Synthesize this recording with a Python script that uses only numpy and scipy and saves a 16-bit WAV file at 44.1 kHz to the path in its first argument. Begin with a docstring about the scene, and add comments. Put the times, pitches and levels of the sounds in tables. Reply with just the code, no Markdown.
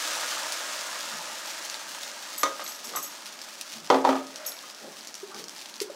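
"""In a small kitchen, close to a microphone, batter is spread on a hot griddle.
Random bubble clicks, filtered, form a wet hiss that dies away to a fine crackle; damped sines snap as pops.
A steel ladle is put aside with clacks and thin clinks: contact noise and decaying modes, roughened by chatter.
A vessel lands with a double thud: filtered blows, ringing wall and a low boom. Swelling tones plop softly,
and bands of noise rub dully, over a steady room tone. Synthetic reflections surround most of the sounds."""
import sys
import numpy as np
from scipy import signal
from scipy.io import wavfile

SR = 44100
rng = np.random.default_rng(int(sys.argv[2]) if len(sys.argv) > 2 else 0)


def wav_out(sig):
    """Save sig, one row per channel (or a flat mono array), as 16-bit PCM at SR to the path in sys.argv[1]."""
    wavfile.write(sys.argv[1], SR, np.round(np.clip(np.atleast_2d(sig).T, -1, 1) * 32767).astype(np.int16))


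N = 262392
TIME = np.arange(N) / SR
RING_TIME = np.arange(SR * 3 // 4) / SR

# Spectrum of the wet hiss: (frequency [Hz], relative spectral density [dB per Hz])
STEAM_SPECTRUM = [(88, -43), (150, -30), (193, -32), (248, -27), (314, -5.5), (381, -18), (595, 2),
                  (812, -5), (1290, 1), (1510, -1), (1600, 2.5), (1940, -3.5), (4310, -5), (7000, -4.5),
                  (15500, -26)]
# Spectrum of the frying crackle: (frequency [Hz], relative spectral density [dB per Hz])
FRY_SPECTRUM = [(880, -38), (1500, -9), (1670, -8), (1990, -5), (2220, -4.5), (2640, -4.5), (3830, -2),
                (6070, -1.5), (6960, -6.5), (8970, -10.5), (11800, -14), (13300, -16), (14800, -16.5),
                (15500, -18.5)]
# Spectrum of the steady background: (frequency [Hz], relative spectral density [dB per Hz])
ROOM_SPECTRUM = [(18, -49), (30, -30), (129, -20.5), (207, -1.5), (361, -1.5), (518, -8), (544, 1),
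                 (673, -2.5), (832, -0.5), (1500, -6.5), (1950, -30), (3300, -120)]
# The loudest bubbles: (time [s], level before filtering and room [dB, less 4], centre [Hz], spray level [dB])
LOUD_POPS = [(0.5212, -19, 6500, -7), (1.6503, -24.5, 7150, -9), (1.698, -22.5, 5900, -11),
             (1.7424, -18, 4270, -21), (2.663, -22.5, 4130, -12), (3.4155, -24.5, 5300, -16),
             (3.611, -20, 5740, -10), (4.358, -22.5, 5660, -16), (5.0717, -23.5, 5850, -18),
             (5.1416, -25.5, 5870, -21), (5.1520, -25.5, 5860, -13), (5.44, -24, 5500, -19),
             (5.4824, -25, 5680, -23), (5.4937, -24.5, 5700, -23), (5.5882, -30.5, 5490, -19),
             (5.657, -29.5, 4460, -7), (5.7401, -29, 4800, -18), (5.802, -19, 4730, -11)]
# Knocks of the ladle: (time [s], relative level [dB], low-pass corner [Hz], relative rattle level [dB])
LADLE_KNOCKS = [(2.4329, -1.5, 13000, -3.5), (2.4586, -12.5, 7000, -5), (2.595, -22.5, 3000, 10),
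                (2.612, -26, 2500, 12.5), (2.936, -23.5, 2520, 6), (2.952, -20.5, 2800, 10),
                (2.969, -16, 3000, 3), (4.636, -24.5, 1500, -7)]
# Spectrum of a knock: (frequency [Hz], relative spectral density [dB per Hz])
KNOCK_SPECTRUM = [(100, -66), (200, -43), (280, -6.5), (370, -24.5), (560, -4), (800, -9), (1200, -1.5),
                  (1550, -10), (2000, -13.5), (2700, -17.5), (4200, -13), (6500, -16.5), (8300, -20.5),
                  (15000, -31)]
# Modes of the knocked body: (frequency [Hz], relative level [dB], 60 dB decay time [s])
KNOCK_MODES = [(290, -24, 0.12), (549, -5.5, .16), (782, -12, .12), (1024, -5.5, 0.16), (1236, 2, 0.14),
               (1362, -4, 0.083), (1944, -9, 0.17), (3710, -2.5, .06), (4360, -0.5, 0.022), (6086, 1, 0.05),
               (6858, 0, 0.043)]
# Light touches on the ladle: (time [s], relative level [dB], tilt [dB per octave], evenness of the modes [0-1])
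LADLE_TOUCHES = [(2.379, -31, 7, 0), (2.641, -39.5, 2, 0), (2.677, -35.5, -1, 0.05), (2.725, -45, 10, 0),
                 (2.845, -42.5, -5.5, 1), (2.96, -29.5, 3, 0.2), (3.026, -34, 2.5, 0.4),
                 (4.464, -35.5, 1.5, 1)]
# Modes of the steel ladle: (frequency [Hz], relative level before evening and tilt [dB], 60 dB decay time [s])
LADLE_MODES = [(5490, -10, 0.45), (6110, -1.5, 0.27), (6650, -5.5, 0.33), (7850, -2.5, 0.3),
               (10530, -14, 0.34), (11700, -2, 0.28), (12100, -8, 0.2), (13600, -16, .28)]
# Landings of the rocking vessel: (time [s], relative level [dB], favoured note [Hz], relative base boom [dB])
LANDINGS = [(3.902, -1, 465, 0), (3.924, -12.5, 805, 2.5), (3.944, -8, 740, 4), (4.044, -16.5, 920, -20),
            (4.0495, -5.5, 956, -9), (4.073, -14.5, 870, 2), (4.091, -7.5, 610, 7),
            (4.128, -13.5, 1243, -26), (4.155, -17, 1230, -11)]
# Spectrum of a landing: (frequency [Hz], relative spectral density [dB per Hz])
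LANDING_SPECTRUM = [(35, -60), (60, -33), (179, -23), (253, -10), (325, -7), (587, -6), (689, -6.5),
                    (755, 2), (1090, -4), (1280, -9), (1530, -15), (2840, -23), (3180, -16), (5490, -20),
                    (14000, -41)]
# Modes of the vessel's wall: (frequency [Hz], relative level [dB], 60 dB decay time [s])
WALL_MODES = [(384, 1.5, .34), (500, 3, .3), (579.7, 5, 0.53), (641, 1, 0.4), (745, 4, .3), (799, 5, .26),
              (855, 3, 0.36), (985, -1, 0.27), (1006, 0, .26), (1144, -1, 0.34), (1253, -2, .5),
              (1390, -2, .2), (1950, -18, .32)]
# Soft hollow plops: (time [s], level of the tone before the room [dB], pitch [Hz], swell time [s])
AIR_POCKETS = [(5.228, -30.5, 389, 0.0085), (5.813, -22.5, 402, 0.0055), (5.897, -32, 573, 0.0047),
               (5.94, -43, 560, 0.007)]
# Things slide on the counter: (time [s], length [s], level before fades and room [dB], centre [Hz],
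# half width [natural log of frequency ratio])
RUBS = [(1.048, 0.16, -58.5, 210, 0.33), (2.803, 0.21, -53, 400, .7), (3.719, 0.1, -55, 215, 0.43),
        (4.24, 0.38, -51.5, 609, 0.13), (4.2, 0.51, -51, 1310, .7), (4.778, 0.13, -47, 423, 0.64),
        (5.248, 0.17, -50, 1060, 0.38), (5.28, 0.19, -53.5, 290, 0.55)]
# Decay of the kitchen's reflections: (frequency [Hz], 60 dB decay time [s])
ROOM_DECAY = [(200, 0.74), (530, 0.39), (1400, 0.28), (3700, 0.24), (10000, 0.14)]

EDGE_HZ = 15800
# the hiss falls steadily as the water boils off, down to a last trace
STEAM_START_DB, STEAM_FALL_DB_PER_S, STEAM_REST_DB = -32, 5, -53
# the crackle settles as the griddle cools under the batter
FRY_START_DB, FRY_SETTLED_DB, COOLING_S = -35.5, -48.5, 2.18
# the ladle pushes fresh batter onto bare iron
SURGE_S, SURGE_WIDTH_S, SURGE_DB = 0.26, 0.068, 2
# the many lesser bubbles: rate, then mean and spread of level, mean pitch, spray
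SMALL_POPS_PER_S, SMALL_POP_DB, SMALL_POP_SPREAD_DB = 9, -31, 1.5
SMALL_POP_HZ, SMALL_SPRAY_DB = 5200, -17.5
# crunch time; energy share of the first instant at 0 dB; its loss in dB per dB of weaker blow
CONTACT_S, SHARP_SHARE, SOFTER_PER_DB = 0.0028, 0.64, 0.5
# harder landings are brighter: corner at 0 dB, and level change that doubles it
THUD_BRIGHT_HZ, BRIGHT_DB_PER_OCTAVE = 3920, 21
WALL_DB, WALL_GROWTH = -24.5, 1.67  # level at 0 dB; dB per dB of landing, so more than in proportion
GRIT_DB, GRIT_T60_S, GRIT_HZ = -35.5, 0.31, (1100, 2200)  # the base grinds on the counter
BASE_HZ = 267
# only a strong plop spatters: level in dB, growth in dB per dB of plop
SPLASH_DB, SPLASH_GROWTH, SPLASH_T60_S, SPLASH_HZ = 28, 2.45, 0.073, (3400, 9000)


def amp(db):
    """Logarithmic level: converts decibels to linear gain."""
    return 10 ** (np.asarray(db) / 20)


def evened(x):
    """Energy normalisation: scales a signal to rms 1."""
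    return x / np.sqrt(np.mean(x ** 2) + 1e-20)


def unit_energy(x):
    """Energy normalisation: scales a pulse or impulse response to total energy 1."""
    return x / np.linalg.norm(x)


def read(points, hz):
    """Interpolation of a table on a logarithmic frequency axis."""
    table_hz, value = np.transpose(points)
    return np.interp(np.log(hz + 1), np.log(table_hz + 1), value)


def add(mix, s, sound):
    """Superposition: sums a sound into the mix from time s."""
    part = mix[round(s * SR):][:len(sound)]
    part += sound[:len(part)]


def colour(x, spectrum, size=4096):
    """Minimum-phase filtering: a causal response of unit energy follows the given spectrum."""
    level_db = np.maximum(read(spectrum, abs(np.fft.fftfreq(size, 1 / SR))), -100)
    log_gain = np.log(amp(level_db))
    # the Hilbert transform of the log gain supplies the minimum phase
    response = np.exp(np.conj(signal.hilbert(log_gain)))
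    taps = np.fft.ifft(response).real[:size // 2]
    return signal.oaconvolve(x, unit_energy(taps))[:len(x)]


def band(x, hz, kind, order=1):
    """Butterworth filtering: gentle low-, high- or band-pass slopes."""
    return signal.sosfilt(signal.butter(order, hz, kind, fs=SR, output="sos"), x)


def bursts(per_s, spread_db, limit):
    """Poisson-like arrivals: random clicks of either sign, mostly small, a few large."""
    size = amp(spread_db * np.minimum(rng.exponential(1, N), limit))
    sign = rng.choice([-1, 1], N)
    present = rng.random(N) < per_s / SR
    return size * sign * present


def drift(hz):
    """Low-passed noise: slow random wandering of rms 1."""
    return evened(band(rng.standard_normal(N), hz, "low", order=2))


def ring(modes):
    """Modal superposition: each mode decays freely, with alternating initial sign."""
    total = np.zeros(len(RING_TIME))
    for k, (hz, db, t60) in enumerate(modes):
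        decay = amp(db - 60 * RING_TIME / t60)
        total += (-1) ** k * decay * np.sin(2 * np.pi * hz * RING_TIME)
    return total


def jangle(modes, width_hz, rough):
    """Amplitude modulation of loose steel: chatter against its rest smears each spectral line."""
    total = np.zeros(len(RING_TIME))
    for mode in modes:
        flutter = evened(band(rng.standard_normal(len(RING_TIME)), width_hz, "low"))
        flutter = np.roll(flutter, len(flutter) // 2)  # moves the filter's start-up away from the onset
        total += ring([mode]) * (np.sqrt(1 - rough ** 2) + rough * flutter)
    return total


def contact(db, rattle_db, t60):
    """Impact: a sharp touch, milliseconds of crunch, then dying rattle; weak blows are less sharp."""
    crunch_noise, rattle_noise = rng.standard_normal((2, len(RING_TIME)))
    crunch = crunch_noise * np.exp(-np.minimum(RING_TIME / CONTACT_S, 20))
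    rattle = rattle_noise * amp(-60 * RING_TIME / t60)
    share = np.clip(SHARP_SHARE * amp(SOFTER_PER_DB * db) ** 2, 0, 1)
    touch = signal.unit_impulse(len(RING_TIME))
    blow = np.sqrt(share) * touch + np.sqrt(1 - share) * unit_energy(crunch)
    return blow + amp(rattle_db) * unit_energy(rattle)


def rasp(band_hz, t60):
    """Decaying band noise: a quickly dying burst of grit or spatter."""
    noise = evened(band(rng.standard_normal(len(RING_TIME)), band_hz, "band"))
    return noise * amp(-60 * RING_TIME / t60)


def kitchen(x, wet_db):
    """Reverberation: dense reflections are added, each frequency band dying at its own rate."""
    hz, t, noise = signal.stft(rng.standard_normal(SR // 2), SR, nperseg=256)
    decay = amp(-60 * t / read(ROOM_DECAY, hz)[:, None])
    tail = signal.istft(noise * decay, SR, nperseg=256)[1]
    tail *= np.minimum(np.arange(len(tail)) / SR / 0.003, 1) ** 2  # reflections build up over 3 ms
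    return x + amp(wet_db) * signal.oaconvolve(x, unit_energy(tail))[:N]


def room_tone():
    """Stationary noise: a steady background of fixed spectrum."""
    return amp(-54) * evened(colour(rng.standard_normal(N), ROOM_SPECTRUM))


def steam():
    """Incoherent summation: countless tiny bubbles under wet batter merge to hiss; larger ones blip."""
    fizz = colour(bursts(per_s=7000, spread_db=3, limit=3.4), STEAM_SPECTRUM)
    blips = np.zeros(N)
    for hz in np.geomspace(850, 1900, num=8):
        bubble = ring([(hz, 0, 30 / hz)])[:2048]  # falls 60 dB in 30 cycles
        blips += signal.oaconvolve(bursts(per_s=12, spread_db=1.5, limit=6.9), bubble)[:N]
    blips = amp(-9) * evened(band(blips, 600, "high", order=2))
    boiling = np.hypot(amp(STEAM_START_DB - STEAM_FALL_DB_PER_S * TIME), amp(STEAM_REST_DB))
    return boiling * evened(kitchen(evened(fizz) + blips, wet_db=-8.5))


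def frying():
    """Modulated random impulses: bubbles crackle, in stronger clumps as the crust dries."""
    heat = np.exp(-TIME / COOLING_S)
    surge_db = SURGE_DB * np.exp(-((TIME - SURGE_S) / SURGE_WIDTH_S) ** 2)
    clumps = amp(2.87 * (1 - 0.45 * heat) * drift(hz=14))
    crackle = colour(bursts(per_s=1200, spread_db=1.8, limit=7.9) * clumps, FRY_SPECTRUM)
    level_db = FRY_SETTLED_DB + (FRY_START_DB - FRY_SETTLED_DB) * heat + surge_db
    return amp(level_db) * evened(kitchen(crackle, wet_db=-7.5))


def pop(db, hz, spray_db):
    """Damped oscillation: a large bubble snaps within a millisecond and spits a short noisy spray."""
    t = RING_TIME[:2048]
    snap = np.exp(-t * hz / 2) * np.sin(2 * np.pi * hz * t)
    spray_decay = amp(-5) * np.exp(-t / 0.0009) + amp(spray_db) * np.exp(-t / 0.009)
    burst = rng.standard_normal(len(t)) * spray_decay
    spray = band(burst, [hz * 0.62, hz * 1.2], "band")
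    return amp(db + 4) * band(snap + spray, 13600, "low")


def pops():
    """Random arrivals: a few loud pops at set times among smaller ones that come by chance."""
    out = np.zeros(N)
    for s, db, hz, spray_db in LOUD_POPS:
        add(out, s + 0.001, pop(db, hz, spray_db))
    times = np.flatnonzero(rng.random(N) < SMALL_POPS_PER_S / SR) / SR
    for s in times:
        strength, pitch = rng.standard_normal(2)
        db = SMALL_POP_DB + SMALL_POP_SPREAD_DB * strength
        hz = SMALL_POP_HZ * np.exp(0.13 * pitch)
        add(out, s, pop(db, hz, SMALL_SPRAY_DB))
    return kitchen(band(out, 1200, "high", order=2), wet_db=-8)


def slides():
    """Sliding friction: brief bands of noise swell and fade as dull rubbing."""
    out = np.zeros(N)
    for s, length, db, hz, width in RUBS:
        noise = rng.standard_normal(int(length * SR))
        rub = band(noise, hz * np.exp([-width, width]), "band", order=3)
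        add(out, s, amp(db) * evened(rub) * np.hanning(len(rub)))
    return kitchen(out, wet_db=-1.5)


def ladle():
    """Modal excitation: hard knocks ring briefly; light chattering touches wake only thin high modes."""
    knocks, clinks = np.zeros((2, N))
    body = jangle(KNOCK_MODES, width_hz=110, rough=0.6)
    for s, db, bright_hz, rattle_db in LADLE_KNOCKS:
        impact = colour(contact(db, rattle_db, t60=0.054), KNOCK_SPECTRUM)
        blow = amp(6) * impact + amp(-21.5) * body
        add(knocks, s, amp(db) * band(blow, bright_hz, "low"))
    onset = 1 + 0.51 * np.exp(-RING_TIME / 0.013)
    for s, db, tilt_db, even in LADLE_TOUCHES:
        modes = []
        for hz, mode_db, t60 in LADLE_MODES:
            woken_db = mode_db * (1 - even) + tilt_db * np.log2(hz / 10000)
            modes.append((hz, woken_db, t60))
        chatter = jangle(modes, width_hz=70, rough=0.85)
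        add(clinks, s, amp(db - 4.0) * chatter * onset)
    knocks = kitchen(band(knocks, 257, "high", order=3), wet_db=-7.5)
    clinks = kitchen(band(clinks, 3000, "high"), wet_db=-4.0)
    return knocks + clinks


def vessel():
    """Impact and resonance: each landing thumps, grinds, rings the wall and pumps the base's low boom."""
    thumps, rings, boom = np.zeros((3, N))
    wall = ring(WALL_MODES)
    for s, db, favoured_hz, boom_db in LANDINGS:
        blow = colour(contact(db, rattle_db=-2.5, t60=0.082), LANDING_SPECTRUM)
        spot = amp(-20) * ring([(favoured_hz, 0, 0.05)])  # the spot that lands favours one note
        bright_hz = THUD_BRIGHT_HZ * 2 ** (db / BRIGHT_DB_PER_OCTAVE)
        add(thumps, s, amp(db + 12.0) * band(blow + spot, bright_hz, "low"))
        add(thumps, s, amp(GRIT_DB + db / 2) * rasp(GRIT_HZ, GRIT_T60_S))
        add(rings, s, amp(WALL_DB + WALL_GROWTH * db) * wall)
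        add(boom, s, amp(boom_db - 29.0 - 60 * RING_TIME / 0.35))
    # the smoothed boom envelope drives one steady sine
    boom = band(boom, 43, "low") * np.sin(2 * np.pi * BASE_HZ * TIME)
    sound = kitchen(thumps, wet_db=-6) + kitchen(rings, wet_db=-17) + boom
    return band(sound, 195, "high", order=3)  # the bass below about 195 Hz falls away steeply


def plops():
    """Air-cavity oscillation: a pocket swells and dies within a few cycles, throwing a little spatter."""
    out = np.zeros(N)
    for s, db, hz, swell in AIR_POCKETS:
        u = RING_TIME / swell
        envelope = (u * np.exp(1 - u)) ** 2  # peaks at 1 after the swell time
        add(out, s, amp(db) * envelope * np.sin(2 * np.pi * hz * RING_TIME))
        spatter = np.minimum(u, 1) * rasp(SPLASH_HZ, SPLASH_T60_S)
        add(out, s, amp(SPLASH_DB + SPLASH_GROWTH * db) * spatter)
    return kitchen(out, wet_db=-11)


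def scene():
    """Superposition: griddle, utensils and room tone sum alike in both channels."""
    griddle = steam() + frying() + pops()
    utensils = slides() + ladle() + vessel()
    mix = room_tone() + griddle + utensils + plops()
    return np.array([mix, mix])


def record(dry):
    """Band limitation: a linear-phase low-pass removes the extreme treble."""
    taps = signal.firwin(511, EDGE_HZ, window=("kaiser", 9), fs=SR)
    return signal.oaconvolve(dry, taps[None], "same", axes=1)


dry = scene()
out = record(dry)
wav_out(out)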